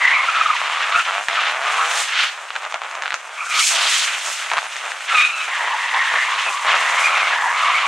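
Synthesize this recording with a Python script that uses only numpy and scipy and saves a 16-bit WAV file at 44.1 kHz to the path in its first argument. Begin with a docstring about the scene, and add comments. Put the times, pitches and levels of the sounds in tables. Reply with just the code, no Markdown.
"""A concrete lot, heard from the edge of the course, where a six-cylinder rally car drifts through turns.
The exhaust fires one blast a cylinder: it rasps and booms on the throttle, and off it burbles and cracks
with unburnt fuel. The sliding tyres stick and slip into howls and chirps, scrape, and throw up grit.
A thin whine winds down between the turns, and walls round the lot return a faint echo."""
import sys
import numpy as np
from scipy import signal
from scipy.fft import rfft, irfft
from scipy.io import wavfile
from scipy.ndimage import uniform_filter1d

SR = 44100
rng = np.random.default_rng(int(sys.argv[2]) if len(sys.argv) > 2 else 0)


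def master_out(mix):
    """Clip the mix to full scale and print it as 16-bit PCM to the path in sys.argv[1]."""
    frames = np.transpose(np.atleast_2d(mix))
    ceiling = np.clip(frames, -1, 1)
    pcm = np.round(ceiling * 32767).astype(np.int16)
    wavfile.write(sys.argv[1], SR, pcm)


N = 347067
TIME = np.arange(N) / SR


def undb(db):
    """Decibels to gain."""
    return 10 ** (np.asarray(db) / 20)


def curves(rows):
    """Automation lanes: each column after the time, drawn out to every sample."""
    times, *columns = np.transpose(rows)
    return [np.interp(TIME, times, column) for column in columns]


def gate(start, end, fade_s):
    """Opens between two times, with linear fades."""
    return np.clip(np.minimum(TIME - start, end - TIME) / fade_s + .5, 0, 1)


def swell(start, end, attack_s, release_s):
    """An envelope that rises towards one from the start and dies away after the end."""
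    attack = 1 - np.exp(-np.maximum(TIME - start, 0) / attack_s)
    return attack * np.exp(-np.maximum(TIME - end, 0) / release_s)


def walk(rate):
    """A random modulator of spread 1 that glides to a new value `rate` times a second."""
    steps = rng.standard_normal(N // 10)
    wander = np.interp(TIME * rate, np.arange(len(steps)), steps)
    return wander / wander.std()


def colour(x, points, size=2048):
    """Minimum-phase EQ through points of f/Hz, level/dB."""
    hz, db = np.transpose(points)
    gain = undb(np.interp(np.log(np.fft.rfftfreq(size, 1 / SR) + 1), np.log(hz), db))
    cepstrum = irfft(np.log(gain))
    cepstrum[1:size // 2] *= 2
    cepstrum[size // 2 + 1:] = 0
    return signal.fftconvolve(x, irfft(np.exp(rfft(cepstrum))))[:len(x)]


def normalise(x, low_hz, high_hz):
    """Scales a sound to an RMS of one within a band."""
    hz = np.fft.rfftfreq(len(x), 1 / SR)
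    band = rfft(x)[(hz > low_hz) & (hz < high_hz)]
    return x * len(x) / np.sqrt(2 * np.sum(abs(band) ** 2))


def walls(x, t60_s=0.3, predelay_s=0.002):
    """Scattered echoes from walls and parked cars, different at each ear."""
    t = np.arange(SR // 2) / SR
    echoes = rng.standard_normal((2, len(t))) ** 3 * undb(-60 * t / t60_s) * (t > predelay_s)
    echoes /= np.sqrt(np.sum(echoes ** 2, axis=1, keepdims=True))
    return signal.fftconvolve(x[None], echoes, axes=1)[:, :N]


def whine(wander=.011, flicker_db=4):
    """A thin, blurred, flickering tone that sinks in pitch, probably the turbo running down."""
    # the falling whine, one list a run: t/s, f/Hz, level/dB
    runs = [
        [(4.15, 14400, -62), (4.5, 10050, -53), (5, 7950, -52), (5.4, 7500, -55), (5.65, 7200, -50),
         (5.92, 6700, -51)],
        [(6.36, 9500, -56), (6.43, 9300, -47), (6.49, 8800, -42), (6.55, 8800, -45), (6.63, 8500, -58)],
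    ]
    out = np.zeros(N)
    for run in runs:
        hz, db = curves(run)
        phase = 2 * np.pi * np.cumsum(hz * (1 + wander * walk(700))) / SR
        out += np.sin(phase) * undb(db + flicker_db * walk(35)) * gate(run[0][0], run[-1][0], .04)
    return out


def grit(eq, grain_db, flutter_db, flutter_rate):
    """Grainy noise: countless tiny impacts of unequal size, coming in flurries."""
    grains = undb(grain_db * walk(2500) + flutter_db * walk(flutter_rate))
    return colour(rng.standard_normal(N) * grains, eq)


def gravel(attack_s=0.021, release_s=0.037):
    """Coarse stones rattle under the tyres."""
    # the wheels cut through loose gravel: start/s, end/s, level/dB
    runs = [(1.92, 2.04, -32), (2.14, 2.24, -25.5), (3.522, 3.6, -22.5), (3.72, 4.013, -23.5),
            (4.176, 4.418, -37.5)]
    # colour of the stones: f/Hz, level/dB
    stone_eq = [(500, -38), (2000, -14), (3100, 4.5), (4400, -1), (6000, -10), (15000, -48)]
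    stones = grit(stone_eq, grain_db=1.5, flutter_db=2.1, flutter_rate=70)
    level = sum(undb(db) * swell(start, end, attack_s, release_s) for start, end, db in runs)
    return normalise(stones, 3200, 4700) * level


def skid(roar_db=-14, hiss_db=-17, judder_db=0.7, attack_s=0.013, release_s=0.039):
    """Rubber rolls and scrubs over the concrete and flings hissing sprays of grit."""
    # how far off the car is, which sets the roar and hiss of rolling: t/s, distance/m
    distance = [(0, 19.6), (1.1, 16.6), (2.2, 22.5), (2.55, 33), (3.25, 40), (3.6, 14.7), (5.4, 17.7),
                (6.5, 12), (7.87, 13.6)]
    # the tyres scrub sideways: start/s, end/s, level/dB
    scrubs = [(0, 1.006, -30.5), (1.04, 1.17, -34.5), (1.29, 1.499, -27.5), (1.613, 2.11, -31),
              (2.118, 2.269, -27), (3.488, 3.61, -32), (3.692, 4.092, -28.5), (4.1, 4.413, -38),
              (5.072, 5.247, -27), (5.374, 5.919, -35), (5.933, 6.424, -31), (6.662, 6.76, -24.5),
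              (6.793, 7.34, -30), (7.553, 7.87, -29)]
    # grit flung by the wheels: crest/s, rise/s, fade/s, level/dB
    sprays = [(.99, 0.026, 0.024, -32.5), (1.75, .06, 0.05, -34.5), (2.001, 0.12, 0.057, -25),
              (2.24, 0.049, 0.023, -33), (3.65, 0.066, 0.071, -17), (3.97, 0.17, 0.099, -23),
              (4.32, 0.15, 0.089, -30), (5.19, 0.052, 0.076, -33.5), (6.8, 0.058, .12, -37),
              (7.04, 0.07, 0.054, -31)]
    # colour of scrubbing rubber: f/Hz, level/dB
    scrape_eq = [(40, -52), (200, -47), (450, -21), (800, -7.5), (1300, 6), (2000, 5.5), (2700, 6.5),
                 (3600, 1), (4800, -10), (7000, -16), (15000, -75)]
    # colour of flying grit: f/Hz, level/dB
    spray_eq = [(500, -43.5), (2500, 1.5), (4800, -1.5), (6500, 4), (8500, -0.5), (10000, -7), (12000, -19),
                (15500, -30)]
    metres, = curves(distance)
    scrubbing = sum(undb(db) * swell(start, end, attack_s, release_s) for start, end, db in scrubs)
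    scrape_level = np.hypot(undb(roar_db) / metres, scrubbing) * undb(-1.5 + judder_db * walk(20))
    flung_power = 0
    for crest, rise_s, fade_s, db in sprays:
        burst = np.exp(-np.maximum((crest - TIME) / rise_s, (TIME - crest) / fade_s))
        flung_power += (undb(db) * burst) ** 2
    spray_level = np.hypot(undb(hiss_db) / metres, np.sqrt(flung_power))
    scrape = grit(scrape_eq, grain_db=2.0, flutter_db=1.5, flutter_rate=90)
    spray = grit(spray_eq, grain_db=1.5, flutter_db=1.47, flutter_rate=58)
    return normalise(scrape, 3042, 3890) * scrape_level + normalise(spray, 6030, 12000) * spray_level


def chirps(wander=0.026, chatter_db=2.0, rasp=.3, third_db=-13, fade_s=.006):
    """For a moment the whole contact patch slips in step: a clear squeal with a rasping edge."""
    # squeals of the tread: t/s, length/s, first f/Hz, last f/Hz, level/dB, overtones/dB
    squeals = [(0.087, 0.044, 1990, 1790, -30, -25), (0.136, 0.032, 2420, 2186, -19.5, -36),
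               (.175, 0.054, 2100, 2204, -24.5, -31), (0.228, 0.021, 1143, 966, -23, 0),
               (0.285, 0.012, 1340, 1300, -18, -24), (0.368, 0.022, 1350, 1284, -20, -21),
               (0.409, 0.0095, 1330, 1260, -18, -9), (0.459, 0.01, 1327, 1190, -19, -18),
               (0.48, 0.022, 1306, 1373, -25, -14), (.497, 0.018, 1362, 1120, -17, -23),
               (0.518, 0.048, 1088, 928, -29.5, -12), (0.951, 0.023, 1230, 1335, -18.5, -2.5),
               (0.975, 0.039, 1411, 1350, -20.5, -12), (1.08, 0.017, 1364, 1340, -21, -9),
               (1.37, 0.028, 1311, 1238, -21.5, -10), (5.104, 0.029, 1387, 1290, -22, -24),
               (5.145, 0.0317, 1333, 1200, -20.5, 1), (5.179, 0.027, 1228, 1216, -21, 7.5),
               (5.204, 0.053, 1226, 1240, -26.5, 10.5), (5.257, 0.023, 1240, 1230, -41, 20),
               (5.294, 0.017, 1230, 1223, -42, 19.5), (5.321, 0.12, 1335, 1302, -34.5, 4.5),
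               (5.988, 0.042, 1900, 1858, -24, -24), (6.456, 0.041, 2652, 2548, -26, -27),
               (6.839, 0.042, 1850, 1890, -30, -24), (7.04, 0.044, 2390, 2480, -21, -20),
               (7.744, 0.0291, 2165, 2276, -22.5, -22)]
    out = np.zeros(N)
    waver = 1 + wander * walk(600)
    chatter = undb(chatter_db * walk(220)) * (1 + rasp * walk(800))
    for start, length, first_hz, last_hz, db, overtone_db in squeals:
        envelope = gate(start, start + length, fade_s)
        on = envelope > 0
        glide_hz = np.interp(TIME[on], [start, start + length], [first_hz, last_hz])
        phase = 2 * np.pi * np.cumsum(glide_hz * waver[on]) / SR
        overtones = np.sin(2 * phase) + undb(third_db) * np.sin(3 * phase)
        out[on] += undb(db) * envelope[on] * (np.sin(phase) + undb(overtone_db) * overtones)
    return out * chatter


def howl(hz, level, spread_hz, chatter_db, catch_db, wander=.033, low_cut_hz=650):
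    """Tread blocks stick and slip out of step near one wavering pitch; the patch chatters and catches."""
    phase = 2 * np.pi * np.cumsum(hz * (1 + wander * walk(60))) / SR
    # slow noise in amplitude and phase smears the tone into a narrow band
    lowpass = signal.butter(2, spread_hz / 2, fs=SR, output="sos")
    blocks = signal.sosfilt(lowpass, rng.standard_normal((2, N)))
    blocks = (blocks[0] + 1j * blocks[1]) / blocks.std() / np.sqrt(2)
    grip = undb(chatter_db * walk(110) + catch_db * walk(22))
    tone = level * grip * np.real(blocks * np.exp(1j * phase))
    return signal.sosfilt(signal.butter(2, low_cut_hz, "high", fs=SR, output="sos"), tone)


def slides(high_ratio=1.85, fade_s=0.012):
    """In each slide the tread howls in two voices whose pitches bend together."""
    # tyre slides: start/s, end/s, first f/Hz, middle f/Hz, last f/Hz, low voice/dB, high voice/dB
    drifts = [(0, .2, 1102, 1088, 1190, -18, -13.5), (.25, .54, 1200, 1284, 1190, -21.5, -23.5),
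              (.54, .93, 1080, 1159, 1210, -26, -36), (.93, 1.01, 1250, 1350, 1381, -21, -23),
              (1.64, 1.84, 1133, 1200, 1260, -18.5, -33), (3.36, 3.48, 1301, 1290, 1270, -26.5, -28.5),
              (3.49, 3.64, 1270, 1274, 1290, -25, -19.5), (5.08, 5.49, 1245, 1363, 1250, -28, -30),
              (5.49, 5.92, 1057, 995.6, 1040, -24.5, -22.5), (5.92, 6.28, 1009, 1032, 1150, -22, -19),
              (6.28, 6.66, 1090, 1130, 1070, -24, -30), (6.66, 6.97, 1071, 1029, 1040, -23, -19),
              (6.97, 7.31, 1134, 1249, 1110, -20.5, -19.5), (7.31, 7.54, 1024, 957.5, 1000, -21, -20),
              (7.54, 7.87, 1119, 1140, 1190, -17, -20.5)]
    hz, low_level, high_level = np.full(N, float(drifts[0][2])), 0, 0
    for start, end, first_hz, middle_hz, last_hz, low_db, high_db in drifts:
        progress = np.clip((TIME - start) / (end - start), 0, 1)
        arch = np.polyfit([0, .5, 1], [first_hz, middle_hz, last_hz], 2)
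        hz = np.where(TIME >= start, np.polyval(arch, progress), hz)
        slip = swell(start, end, fade_s, fade_s)
        low_level += undb(low_db) * slip
        high_level += undb(high_db) * slip
    low = howl(hz, low_level, spread_hz=238, chatter_db=0.5, catch_db=2.45)
    high = howl(high_ratio * hz, high_level, spread_hz=360, chatter_db=2, catch_db=1.5)
    return undb(0.5) * low + undb(-1) * high


def cracks(ring_s=0.0014, ring_share=0.2, puff_s=0.015, puff_db=-24, snap_gain_db=19):
    """Unburnt fuel bangs in the exhaust: a sharp front with a very short ring and a puff of gas."""
    # backfires: t/s, bang peak/dB, ring f/Hz, snap before its gain/dB
    backfires = [(1.285, -0.5, 1805, -31.5), (2.505, -10, 1250, -51), (2.555, -12, 1400, -46),
                 (2.562, -9, 1500, -43), (2.564, -9, 1670, -45), (2.622, -20, 1500, -50),
                 (2.633, -15, 1270, -47), (2.651, -12, 1370, -41), (2.712, -19, 2130, -44),
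                 (2.724, -13, 1017, -42), (2.743, -6, 695, -35), (2.818, -15, 1050, -47),
                 (2.836, -15, 1320, -47), (2.913, -15.5, 1120, -42), (2.953, -13, 1086, -39),
                 (3.022, -9, 1698, -36), (3.036, -12, 1310, -47), (3.058, -7, 1450, -50),
                 (3.065, -11, 1320, -45), (3.079, -8.5, 1400, -42), (3.106, -6, 1950, -44),
                 (3.121, -9.5, 1490, -45), (3.127, -9.5, 1380, -45), (3.142, -4, 1370, -28.5),
                 (4.501, -8.5, 2380, -41), (4.516, -3.5, 990, -46), (4.535, -5.5, 1030, -33),
                 (4.57, -5, 1090, -46), (4.575, -6, 1570, -39), (4.582, -7, 1120, -46),
                 (4.588, -5.5, 1470, -49), (4.629, -12, 947, -43), (4.766, -11, 1865, -35),
                 (4.854, -18, 1221, -43), (4.919, -9, 1780, -48)]
    # colour of the body of a bang: f/Hz, level/dB
    bang_eq = [(40, -38), (200, -24), (400, -19.5), (650, 0.5), (1300, 1.5), (2500, 3.5), (4000, -2.5),
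               (6000, -18), (15000, -72)]
    # colour of its sharp front: f/Hz, level/dB
    snap_eq = [(1000, -31), (3500, 4.5), (6500, 15), (9000, -3.5), (15000, -44)]
    out, t = np.zeros(N), np.arange(SR // 20) / SR
    for start, db, hz, snap_db in backfires:
        puff = undb(puff_db) * rng.standard_normal(len(t)) * np.exp(-t / puff_s)
        front = 2 * (t == 0) + puff
        ring = ring_share * np.exp(-t / ring_s) * np.cos(2 * np.pi * hz * t)
        bang, snap = colour(front + ring, bang_eq), colour(front, snap_eq)
        at = int(start * SR)
        out[at:at + len(t)] += undb(db) * bang / abs(bang).max()
        out[at:at + len(t)] += undb(snap_db + snap_gain_db) * snap / abs(snap).max()
    return out


def driving(idle_hz=159.96, coast_s=1.8, coast_uneven=0.907, open_s=0.0042, shut_s=0.015):
    """Firing rate, unevenness and level of the engine as the throttle opens and shuts."""
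    # pulls on the throttle: start/s, end/s, first firing rate/Hz, last firing rate/Hz,
    # easing/0-1, level/dB, unevenness/0-1
    pulls = [(0, .47, 162, 187, .3, -37.5, .35), (.6, .99, 133, 203, .35, -34.5, .15),
             (1.055, 1.215, 178, 208, 0, -32, .12), (1.28, 1.55, 181, 252, 0, -33.5, .17),
             (1.55, 2.02, 252, 346, .42, -32.5, .27), (6.64, 7.34, 171, 155, 0, -32, .7),
             (7.34, 7.87, 154, 223, 0, -35.5, .12)]
    # louder coughs in the burble: t/s, length/s, level/dB
    coughs = [(2.55, .025, -43), (2.62, 0.051, -40), (2.735, 0.02, -35), (2.81, 0.056, -39.5),
              (2.94, 0.12, -41.5), (3.115, 0.045, -41), (3.53, 0.033, -46), (3.71, 0.16, -35),
              (4.249, 0.065, -38.5), (4.51, 0.076, -32.5), (4.63, 0.03, -39), (4.82, 0.071, -38),
              (5.119, 0.033, -33), (5.47, 0.021, -36), (5.59, 0.091, -36), (5.77, 0.039, -51),
              (5.93, 0.046, -35.5), (6.11, .06, -31), (6.2, .19, -41), (6.45, 0.054, -33),
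              (6.65, 0.11, -31)]
    hz, uneven = np.full(N, idle_hz), np.full(N, coast_uneven)
    power = undb(-45.5 + 1.5 * walk(16)) ** 2  # the wavering bed of burble
    for start, end, first_hz, last_hz, ease, db, pull_uneven in pulls:
        progress = np.clip((TIME - start) / (end - start), 0, 1)
        pull_hz = first_hz + (last_hz - first_hz) * (progress + ease * progress * (1 - progress))
        # off the throttle the revs settle towards a fast idle
        coast = np.exp(-np.maximum(TIME - end, 0) / coast_s)
        hz = np.where(TIME >= start, idle_hz + (pull_hz - idle_hz) * coast, hz)
        throttle = swell(start, end, open_s, shut_s)
        uneven += throttle * (pull_uneven - uneven)
        power += (undb(db) * throttle) ** 2
    for start, length, db in coughs:
        power += (undb(db) * swell(start, start + length, open_s, shut_s)) ** 2
    return hz, np.clip(uneven, 0, 1), np.sqrt(power)


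def boom(hz, uneven, waver_db=3, odd_db=5, even_db=-4):
    """Under load the two banks alternate: multiples of half the firing rate sweep the pipe's resonance."""
    # resonance of the pipe under load: f/Hz, level/dB
    resonance = [(150, -36), (330, -36), (460, -18), (580, -14), (690, -1), (780, -6), (1000, -18)]
    pipe_hz, pipe_db = np.transpose(resonance)
    phase = np.pi * np.cumsum(hz) / SR
    note = 0
    for k in range(2, 9):
        db = np.interp(k * hz / 2, pipe_hz, pipe_db) + (odd_db if k % 2 else even_db)
        note += undb(db + waver_db * walk(45)) * np.sin(k * phase + k * k)
    return note * (1 - uneven) ** 2


def exhaust(hz, uneven, scatter_db=2, misfire_db=1.5, jitter_s=.00016, stumble_s=0.001197):
    """One blast a firing; off the throttle they come unevenly and the note breaks into a burble."""
    # strength of each cylinder in firing order: level/dB
    cylinders_db = [3, -8, -1, -2, 0, -9]
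    # colour of a blast from the tailpipe: f/Hz, level/dB
    pipe_eq = [(40, -56), (120, -67), (180, -32.5), (300, -29), (450, -13), (680, 2.5), (900, 3.5),
               (1250, 7), (1700, 2.5), (2500, -1), (3600, -15), (5000, -38), (8000, -34), (15000, -69)]
    header_s, gas_db, gas_cycles, thud_hz, thud_db = .0006, -13, .5, 320, 2
    cycles = np.cumsum(hz) / SR
    firings = np.flatnonzero(np.diff(np.floor(cycles)))
    size_luck, time_luck = rng.standard_normal((N // 100, 2))[:len(firings)].T
    # the cylinders' own pattern stands out under load
    pattern_db = np.resize(cylinders_db, len(firings)) * (1 - uneven[firings] ** 2)
    size = undb(pattern_db + (scatter_db + misfire_db * uneven[firings]) * np.clip(size_luck, -2, 2))
    size /= np.sqrt(uniform_filter1d(size ** 2, size=12) * hz[firings])  # even power at any revs
    # every other blast takes the longer header pipe
    late_s = header_s * (np.arange(len(firings)) % 2)
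    late_s += (jitter_s + stumble_s * uneven[firings] ** 2) * time_luck
    blasts = np.bincount(np.clip(firings + SR * late_s, 0, N - 1).astype(int), size, N)
    # turbulent gas follows each blast out of the pipe
    gas = rng.standard_normal(N) * np.exp(-(cycles % 1) / gas_cycles)
    flow = blasts / blasts.std() + undb(gas_db) * (1 + 2 * uneven) * gas / gas.std()
    # late burning thuds in the silencer
    thud = undb(thud_db) * uneven * signal.lfilter(*signal.iirpeak(thud_hz, 2, fs=SR), flow)
    return normalise(colour(flow + thud, pipe_eq), 400, 783)


def scene():
    """Engine and tyres dead centre, with the faint stereo echo of the lot."""
    hz, uneven, level = driving()
    engine = level * (undb(-1) * exhaust(hz, uneven) + boom(hz, uneven)) + undb(0.5) * cracks() + whine()
    car = engine + slides() + undb(5) * chirps() + skid() + gravel()
    return car + undb(-26) * walls(car)


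def record(dry, ceiling=1.12, lopsided=0.0098, top_hz=15700):
    """Two microphone ports on a camera that soft-clips the peaks, a little lopsidedly, and cuts the top."""
    # sound scattered near the microphones, opposite in the two: f/Hz, level/dB
    width_eq = [(100, -15), (500, -25), (1000, -24), (2300, -18), (4500, -10), (8000, -7), (10000, -6),
                (12500, 0)]
    # treble difference between the ports: f/Hz, left minus right/dB
    port_eq = [(2500, 0), (4000, -1), (8000, -3.2), (12000, 2)]
    scatter = rng.standard_normal(SR // 10) * np.linspace(1, 0, SR // 10) ** 2
    scatter /= np.linalg.norm(scatter)
    side = colour(signal.fftconvolve(dry.mean(axis=0), scatter)[:N], width_eq)
    left = colour(dry[0] + side, [(hz, db / 2) for hz, db in port_eq])
    right = colour(dry[1] - side, [(hz, -db / 2) for hz, db in port_eq])
    rounded = ceiling * np.tanh(np.array([left, right]) / ceiling)
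    wet = rounded + lopsided * rounded ** 4
    wet = signal.sosfilt(signal.butter(2, 20, "high", fs=SR, output="sos"), wet)
    return signal.sosfilt(signal.ellip(10, .2, 80, top_hz, fs=SR, output="sos"), wet)


dry = scene()
out = record(dry)
master_out(out)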